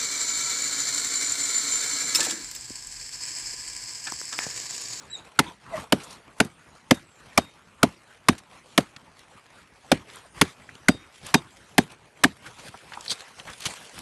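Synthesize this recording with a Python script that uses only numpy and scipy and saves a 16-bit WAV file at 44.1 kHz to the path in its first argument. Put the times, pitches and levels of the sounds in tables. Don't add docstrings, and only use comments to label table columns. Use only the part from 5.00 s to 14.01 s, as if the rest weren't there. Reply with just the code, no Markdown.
import sys
import numpy as np
from scipy import signal
from scipy.fft import rfft, irfft, next_fast_len
from scipy.io import wavfile
from scipy.ndimage import uniform_filter1d

SR = 44100
rng = np.random.default_rng(int(sys.argv[2]) if len(sys.argv) > 2 else 0)


def inscribe(sig):
    pcm = np.round(np.clip(np.atleast_2d(sig).T, -1, 1) * 32767)
    wavfile.write(sys.argv[1], SR, pcm.astype(np.int16))


def how_loud(loudness_db):
    steps = np.asarray(loudness_db, float) / 20
    return 10 ** steps


N = 397454

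# (time [s], time to sink in [s], relative crunch level [dB], knock pitch [Hz], knock level [dB],
# relative thud level [dB])
CHOPS = [(0.391, 0.01284, 1.5, 870, -23.5, -19), (0.9234, 0.01104, -1.5, 610, -18, -12.5),
         (1.402, 0.01146, -1.5, 743, -21, -15.5), (1.9096, .0107, 0, 583, -17.5, -11.5),
         (2.377, 0.0101, 2.5, 642, -16, -18), (2.831, .0102, 0, 699, -15.5, -13),
         (3.2857, 0.0113, 2, 710, -26, -12.5), (3.778, 0.01062, 1, 636, -21, -14.5),
         (4.9172, 0.0116, -1, 593, -16, -16), (5.4135, 0.0138, 2, 475, -31, -15.5),
         (5.885, .0105, -1, 635, -19, -12.5), (6.342, .014, 1.5, 810, -24, -14.5),
         (6.781, .0112, 1, 730, -16, -11.5), (7.2365, 0.01745, 0, 766, -23, -16.5)]
# (centre [Hz], relative level [dB], time to peak at usual sinking [s])
CRUNCH = [(1400, 1, 0.0037), (2600, 0.5, 0.0021), (4280, -13.5, 0.0052), (8100, -11.5, 0.0013),
          (11300, -0.5, 0.0024)]
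# (mean frequency [Hz], mean relative level [dB], time to peak [share of stopping time])
LOG = [(95.5, -20.5, 0.93), (167.3, -8.5, 0.76), (240.5, -7.5, 0.91), (293, -6.5, 0.75), (400.6, -11, 0.77)]
# (time [s], pitch [Hz], peak level [dB])
FIBRES = [(.392, 1424, -5.5), (0.9265, 3020, -10), (.9263, 1040, -17), (1.405, 2650, -14),
          (1.4046, 1496, -8), (1.9118, 2090, -11), (2.378, 2320, -7.5), (2.3817, 1084, -9.5),
          (2.8321, 1425, -5), (3.2878, 1050, -5.5), (3.7817, 1860, -9), (4.9197, 765, -11),
          (5.4159, 1037, -10.5), (5.886, 2050, -7.5), (5.8873, 1507, -6), (6.343, 1075, -11.5),
          (6.7869, 1785, -10), (7.2448, 1680, -5)]
# (frequency [Hz], free t60 [s])
BLADE = [(3714, .38), (4791, .16), (6228, .24), (8053, .13), (10790, .16)]
# (time [s], reference level at 30 ms [dB], landing place [share of blade length],
# time until wood or hand mutes it [s])
RINGS = [(0.923, -43, .93, .044), (1.402, -47, .622, .049), (1.91, -47, .55, .076), (2.377, -45, .752, .19),
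         (3.285, -45, .546, .045), (5.414, -47, .818, .05), (5.885, -38.5, .416, .28),
         (6.343, -36, .566, .045), (6.782, -41, .27, .046)]
# (time [s], relative level [dB], pitch [Hz], spread [octaves], length [s])
TICKS = [(0.459, -41, 970, 0.086, 0.055), (0.46, -42.5, 3520, 0.11, 0.038), (.7, -42, 1100, 0.23, .05),
         (.75, -42, 1200, 0.14, 0.035), (0.773, -32, 1020, 0.25, 0.022), (1.002, -44, 1470, 1.1, 0.0092),
         (1.034, -41, 7060, .6, 0.019), (1.106, -39.5, 5000, 0.65, 0.0086), (1.128, -40, 6000, 1.1, .006),
         (1.447, -35.5, 6000, 1.8, 0.006), (1.942, -40, 7000, 1.1, 0.016), (3.38, -39, 2880, 1.8, 0.013),
         (3.9634, -35, 2310, 0.96, 0.0061), (4.192, -45, 4930, 1.2, .004), (5.1, -38, 2460, 0.81, 0.0045),
         (5.158, -37, 8500, 0.33, 0.0025), (5.691, -34, 1710, 0.29, 0.0062),
         (5.753, -38.5, 3240, 0.73, 0.0036), (6.265, -30.5, 4000, 1.9, 0.007),
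         (6.92, -43, 4030, 1.7, 0.0049), (7.462, -41.5, 2000, 1.16, 0.011), (7.587, -42, 4000, 0.88, 0.004),
         (7.681, -39.5, 3000, 1.8, 0.0095), (7.741, -36.5, 940, 0.59, 0.012),
         (7.92, -31.5, 1400, 0.65, 0.0064), (7.934, -32, 2050, 0.75, 0.011),
         (7.973, -25.5, 1050, 0.25, 0.0054), (8.009, -34.5, 5300, 0.65, 0.0048),
         (8.051, -36.5, 6000, 1.7, 0.0034), (8.061, -35, 2800, .9, .005), (8.08, -27, 4350, 0.17, 0.0091),
         (8.097, -24.5, 4220, .14, 0.021), (8.103, -33, 3520, .2, 0.0065), (8.112, -27.5, 4600, .12, 0.016),
         (8.115, -29, 6440, .5, .008), (8.126, -34, 4400, 0.22, .007), (8.114, -31, 1510, 1.46, 0.016),
         (8.398, -31, 2600, 0.41, 0.0045), (8.47, -36.5, 1560, 0.64, 0.043),
         (8.606, -29, 2500, 1.9, 0.0028), (8.619, -35, 3750, 0.78, 0.011),
         (8.655, -19.5, 2760, 1.17, 0.0062), (8.661, -22, 2640, 1.3, 0.013),
         (8.978, -36.5, 1510, 0.9, 0.0047), (8.990, -29, 3000, 2, 0.003)]
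# (time [s], level [dB], length [s])
BUMPS = [(0.477, -43, 0.014), (0.069, -60, 0.036), (0.773, -42, 0.026), (.815, -45, 0.0074),
         (0.966, -41, 0.021), (1.449, -30, 0.0071), (3.963, -49.5, 0.0077), (4.35, -54.5, 0.011),
         (5.752, -47, 0.0057), (5.946, -35, 0.0063), (6.268, -54, .007), (7.458, -58, 0.032),
         (7.685, -45, 0.015), (7.737, -49, 0.012), (8.661, -33, 0.0052)]
# (frequency [Hz], relative density [dB per Hz])
RUMBLE = [(15, -46.5), (25, -17.5), (43, -0.5), (134, 0), (373, -5.5), (400, -18.5), (520, -44),
          (880, -120)]
RUSTLE = [(240, -43.5), (400, -3.5), (779, -3.5), (996, -2.5), (2500, -8), (3250, -17.5), (5500, -120)]
CRACKLE = [(1470, -24.5), (2500, -7), (3150, -3.5), (4510, -6), (4920, -8), (9660, -11), (12000, -17.5),
           (15600, -48), (22000, -120)]
# (rumble [dB], rustle [dB], crackle [dB])
QUIET_DB = (-61.5, -58, -64)
# (rumble [dB], rustle [dB], crackle [dB]), and the t60 of each [s]
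DEBRIS_DB = (-32.5, -36.5, -43)
DEBRIS_T60_S = (0.27, 0.28, 0.33)
# (rumble [dB], rustle [dB], crackle [dB])
SWING_DB = (-59, -59, -63)
# (middle [s], half length [s], rustle level [dB], crackle over it [dB])
STIRS = [(0.0, 0.096, -55, -2), (0.194, 0.029, -50.5, -8), (0.264, 0.02, -52.5, -5),
         (0.454, 0.041, -48, -3.5), (.70, 0.05, -52, -9), (0.782, 0.045, -40, -6),
         (1.015, 0.027, -46, -1.5), (1.11, .05, -48, -2.5), (1.285, 0.024, -53, -22),
         (1.676, 0.024, -55, -9), (1.385, 0.015, -59, 3), (2.242, 0.07, -60, -3.5),
         (2.34, 0.046, -53, -3.5), (3.122, 0.042, -57.5, -4), (3.56, 0.051, -56.5, -4),
         (3.734, 0.055, -60, 1), (4.084, 0.024, -61.5, -19), (4.2, 0.013, -65.5, 5),
         (4.323, 0.02, -54.5, -5), (4.44, 0.02, -62, -8), (4.562, 0.045, -55.5, -6),
         (4.893, 0.059, -57, -3), (5.153, 0.052, -49, -2.5), (5.384, 0.024, -44, -4),
         (5.476, 0.036, -48.5, -1.5), (5.715, 0.15, -56, -5), (5.875, 0.017, -59, -9),
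         (6.16, 0.032, -57, 2), (6.288, 0.038, -45, 1), (6.626, 0.12, -59, -0.5), (6.921, 0.019, -54, -2),
         (7.469, 0.022, -45, -6), (7.606, .025, -54, 1), (7.665, 0.023, -47, 0), (7.754, 0.022, -54, -6),
         (7.943, 0.062, -49, -4), (8.115, 0.013, -40.5, 11.5), (8.395, 0.022, -47, -3),
         (8.497, 0.041, -47.5, -1), (8.62, 0.0075, -58, -19), (8.703, 0.021, -43, 0), (8.85, 0.021, -53, 5),
         (8.98, 0.041, -46, -0.5)]
# (time [s], rustle level [dB], crackle level [dB])
RUMMAGE = [(7.38, -61, -64), (7.596, -51.5, -53), (7.942, -61, -61), (8.07, -50.5, -46.5),
           (8.228, -49, -53.5), (8.468, -64, -63), (8.642, -47, -43.5), (9.01, -56, -59.5)]
# (time [s], pitch [Hz], level [dB])
SQUEAK = [(0.095, 3830, -57), (0.133, 3950, -34.5), (0.155, 3764, -32.5), (0.17, 3750, -52),
          (0.2, 3450, -56)]
# (time [s], pitch [Hz], level [dB])
SQUEAL = [(0.095, 7540, -82), (0.101, 7500, -50), (0.137, 7960, -41), (0.181, 6600, -52),
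          (0.195, 6800, -63)]
# (time [s], pitch [Hz], level [dB], third partial level [dB])
WHIMPER = [(0.71, 727, -57, -68), (0.744, 655, -25.5, -38.5), (0.756, 606, -29, -53),
           (0.775, 650, -65, -36)]
# (start [s], length [s], first pitch [Hz], last pitch [Hz], level [dB])
WHISTLES = [(1.48, .24, 8600, 9100, -71), (1.678, 0.14, 6800, 6650, -68), (2.03, 0.19, 8200, 7000, -65.5),
            (2.624, 0.22, 7400, 8900, -75), (5.2, 0.22, 8600, 9500, -65), (5.805, .085, 5700, 6200, -67)]


def unit(x):
    return x / np.sqrt(np.mean(x ** 2) + 1e-20)


def filtered(x, response):
    size = next_fast_len(x.shape[-1] + 4096)
    hz = np.fft.rfftfreq(size, 1 / SR) + 1
    return irfft(rfft(x, size) * response(hz), size)[..., :x.shape[-1]]


def band(size, hz, octaves):
    noise = rng.standard_normal(size)
    return unit(filtered(noise, lambda f: np.exp(-.5 * (np.log2(f / hz) / octaves) ** 2)))


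def swell(t, peak_s, order=2):
    u = t / max(peak_s, 1e-4)
    return (u * np.exp(1 - u)) ** order


def add(track, start_s, sound):
    part = track[max(round(start_s * SR), 0):][:len(sound)]
    part += sound[:len(part)]


def crunching(t, stretch, splinters):
    crunch = np.zeros(len(t))
    for hz, db, peak_s in CRUNCH:
        crunch += how_loud(db - 14) * swell(t, stretch * peak_s, order=4) * band(len(t), hz, octaves=0.94)
    return splinters * crunch


def booming(t, stop_s):
    boom = np.zeros(len(t))
    for hz, db, share in LOG:
        level = how_loud(db + rng.normal(0, 0.44))
        mode_hz = hz * rng.normal(1, 0.03)
        boom -= level * swell(t, share * stop_s, order=4) * np.cos(2 * np.pi * mode_hz * (t - stop_s))
    return boom


def chops():
    usual_sink_s = 0.0093
    out, t = np.zeros(N), np.arange(SR // 3) / SR
    for s, sink_s, crunch_db, knock_hz, knock_db, thud_db in CHOPS:
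        stop_s = sink_s + 0.0013
        splinters = 1 + 0.4 * band(len(t), 430, octaves=1.05)
        crunch = crunching(t, sink_s / usual_sink_s, splinters)
        crumb_level = how_loud(-14.5 - 60 * t / 0.047) * (1 - np.exp(-(t / 0.0025) ** 2))
        crumbs = crumb_level * splinters * band(len(t), 920, octaves=1.71)
        sinking = (1 - np.exp(-t / 0.0015)) / (1 + (t / (1.38 * stop_s)) ** 7)
        knock = sinking * band(len(t), knock_hz, octaves=0.23)
        boom = booming(t, stop_s)
        shudder_level = how_loud(-10.5 - 60 * t / .12) * (1 - np.exp(-t / 0.0036))
        shudder = shudder_level * band(len(t), 170, octaves=0.92)
        cut = how_loud(crunch_db) * (crunch + crumbs)
        cut += how_loud(knock_db) * knock + how_loud(thud_db + 5.5) * (boom + shudder)
        add(out, s - .0015, cut)
    return out


def fibres():
    snap_s = 0.0014
    out, t = np.zeros(N), np.arange(-SR // 100, SR // 100) / SR
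    for s, hz, db in FIBRES:
        cycles = np.sin(2 * np.pi * hz * t + rng.uniform(0, 2 * np.pi))
        add(out, s + t[0], how_loud(db) * np.exp(-.5 * (t / snap_s) ** 2) * cycles)
    return out


def blade():
    first_order, mode_fall_db = 9, 4
    out, t, k = np.zeros(N), np.arange(SR // 3) / SR, np.arange(len(BLADE))
    for s, db, place, mute_s in RINGS:
        shape = np.cos(np.pi * (first_order + k + .5) * place - np.pi / 4)
        gains = how_loud(db - mode_fall_db * k) * shape
        ring = np.zeros(len(t))
        for (hz, t60_s), gain in zip(BLADE, gains):
            mode = np.sin(2 * np.pi * hz * t + rng.uniform(0, 2 * np.pi))
            warble = 1 + .15 * band(len(t), 12, octaves=.8)
            ring += gain * how_loud(-60 * (t - .03) / t60_s) * mode * warble
        add(out, s, ring / (1 + (t / mute_s) ** 8))
    return out


def thump(t, length_s):
    return band(len(t), 140, octaves=1.0) * swell(t, length_s / 2 + 0.001, order=1)


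def ticks():
    body_db = -28
    out, t = np.zeros(N), np.arange(SR // 6) / SR
    for s, db, hz, spread, length_s in TICKS:
        grit = 1 + .3 * band(len(t), 250, octaves=1.0)
        snap = grit * band(len(t), hz, max(spread, .05)) * swell(t, length_s / 3, order=1)
        add(out, s - .0005, how_loud(db - 3.5) * snap + how_loud(db + body_db) * thump(t, length_s))
    for s, db, length_s in BUMPS:
        add(out, s - .0005, how_loud(db) * thump(t, length_s))
    return out


def stirring():
    drift_db, swing_s, stir_rumble_db = 1.2, .03, -5
    time = np.arange(N) / SR
    column = lambda values: np.reshape(values, (3, 1))
    power = how_loud(2 * (column(QUIET_DB) + drift_db * band(N, 6.5, octaves=0.67)))
    for s, *_ in CHOPS:
        near = slice(round((s - .2) * SR), round((s + .4) * SR))
        since = time[near] - s
        debris = how_loud(2 * (column(DEBRIS_DB) - 60 * np.abs(since) / column(DEBRIS_T60_S)))
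        swing = how_loud(2 * column(SWING_DB)) * np.exp(-np.abs(since) / swing_s)
        power[:, near] += np.where(since > 0, debris, swing)
    for s, half_s, db, crackle_db in STIRS:
        levels_db = db + column([stir_rumble_db, 0, crackle_db])
        power += how_loud(2 * levels_db) * np.exp(-((time - s) / half_s) ** 2)
    s, *levels = np.transpose(RUMMAGE)
    power[1:] += [how_loud(2 * np.interp(time, s, db)) * (time > s[0]) for db in levels]
    return np.sqrt(power)


def litter():
    breaks = (rng.random(N) < 150 / SR) * how_loud(3.36 * rng.exponential(1, N))
    kicks = signal.lfilter([1], [1, -np.exp(-1 / (0.0023 * SR))], breaks)
    out = np.zeros(N)
    for gain, spectrum, grain in zip(stirring(), (RUMBLE, RUSTLE, CRACKLE), (.05, .25, .4)):
        hz, colour_db = np.transpose(spectrum)
        z = signal.stft(rng.standard_normal(N), nperseg=512)[2]
        patches = uniform_filter1d(rng.standard_normal(z.shape), size=6, axis=0)
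        patches = unit(uniform_filter1d(patches, size=7, axis=1))
        patchy = signal.istft(z * how_loud(2.9 * patches), nperseg=512)[1][:N]
        rough = patchy * (1 + grain * kicks)
        coloured = filtered(rough, lambda f: how_loud(np.interp(np.log(f), np.log(hz), colour_db)))
        out += gain * unit(coloured)
    return out


def tone(rows, multiples, rough, flutter_hz=50):
    s, hz, *levels = np.transpose(rows)
    t = np.arange(s[0], s[-1], 1 / SR)
    phase = 2 * np.pi * np.cumsum(np.interp(t, s, hz)) / SR
    flutter = 1 - rough + rough * band(len(t), flutter_hz, octaves=0.64)
    sound = sum(how_loud(np.interp(t, s, db)) * np.sin(k * phase) for k, db in zip(multiples, levels))
    out = np.zeros(N)
    add(out, s[0], np.sqrt(2) * sound * flutter * signal.windows.tukey(len(t), .2))
    return out


def dog():
    echo_db, echo_t60_s = -12, 0.19
    squeak = tone(SQUEAK, (1,), rough=0.24) + tone(SQUEAL, (1,), rough=0.83)
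    voice = squeak + tone(WHIMPER, (1, 3), rough=0.078)
    t = np.arange(SR // 4) / SR
    tail = rng.standard_normal(len(t)) * how_loud(-60 * t / echo_t60_s) * (t > .012)
    return voice + how_loud(echo_db) * signal.fftconvolve(voice, tail / np.linalg.norm(tail))[:N]


def whistles():
    out = np.zeros(N)
    for s, length_s, first_hz, last_hz, db in WHISTLES:
        glide = [(s, first_hz, db), (s + length_s, last_hz, db)]
        out += tone(glide, (1,), rough=.85, flutter_hz=130)
    return out


def scene():
    return (chops() + fibres() + blade() + ticks() + litter() + dog() + whistles())[None]


def roll_off(x):
    return signal.sosfilt(signal.butter(12, 12680, fs=SR, output="sos"), x)


def record(dry):
    bass_hz, top_hz, floor_db = 40, 12110, -75.5
    clipped = dry / (1 + np.abs(dry / .86) ** 4) ** (1 / 4)
    treble_cut = lambda f: how_loud(floor_db) + 1 / (1 + (f / top_hz) ** 50)
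    narrow = filtered(clipped, lambda f: treble_cut(f) / (1 + (bass_hz / f) ** 2))
    return roll_off(narrow)


dry = scene()
out = record(dry)
inscribe(out)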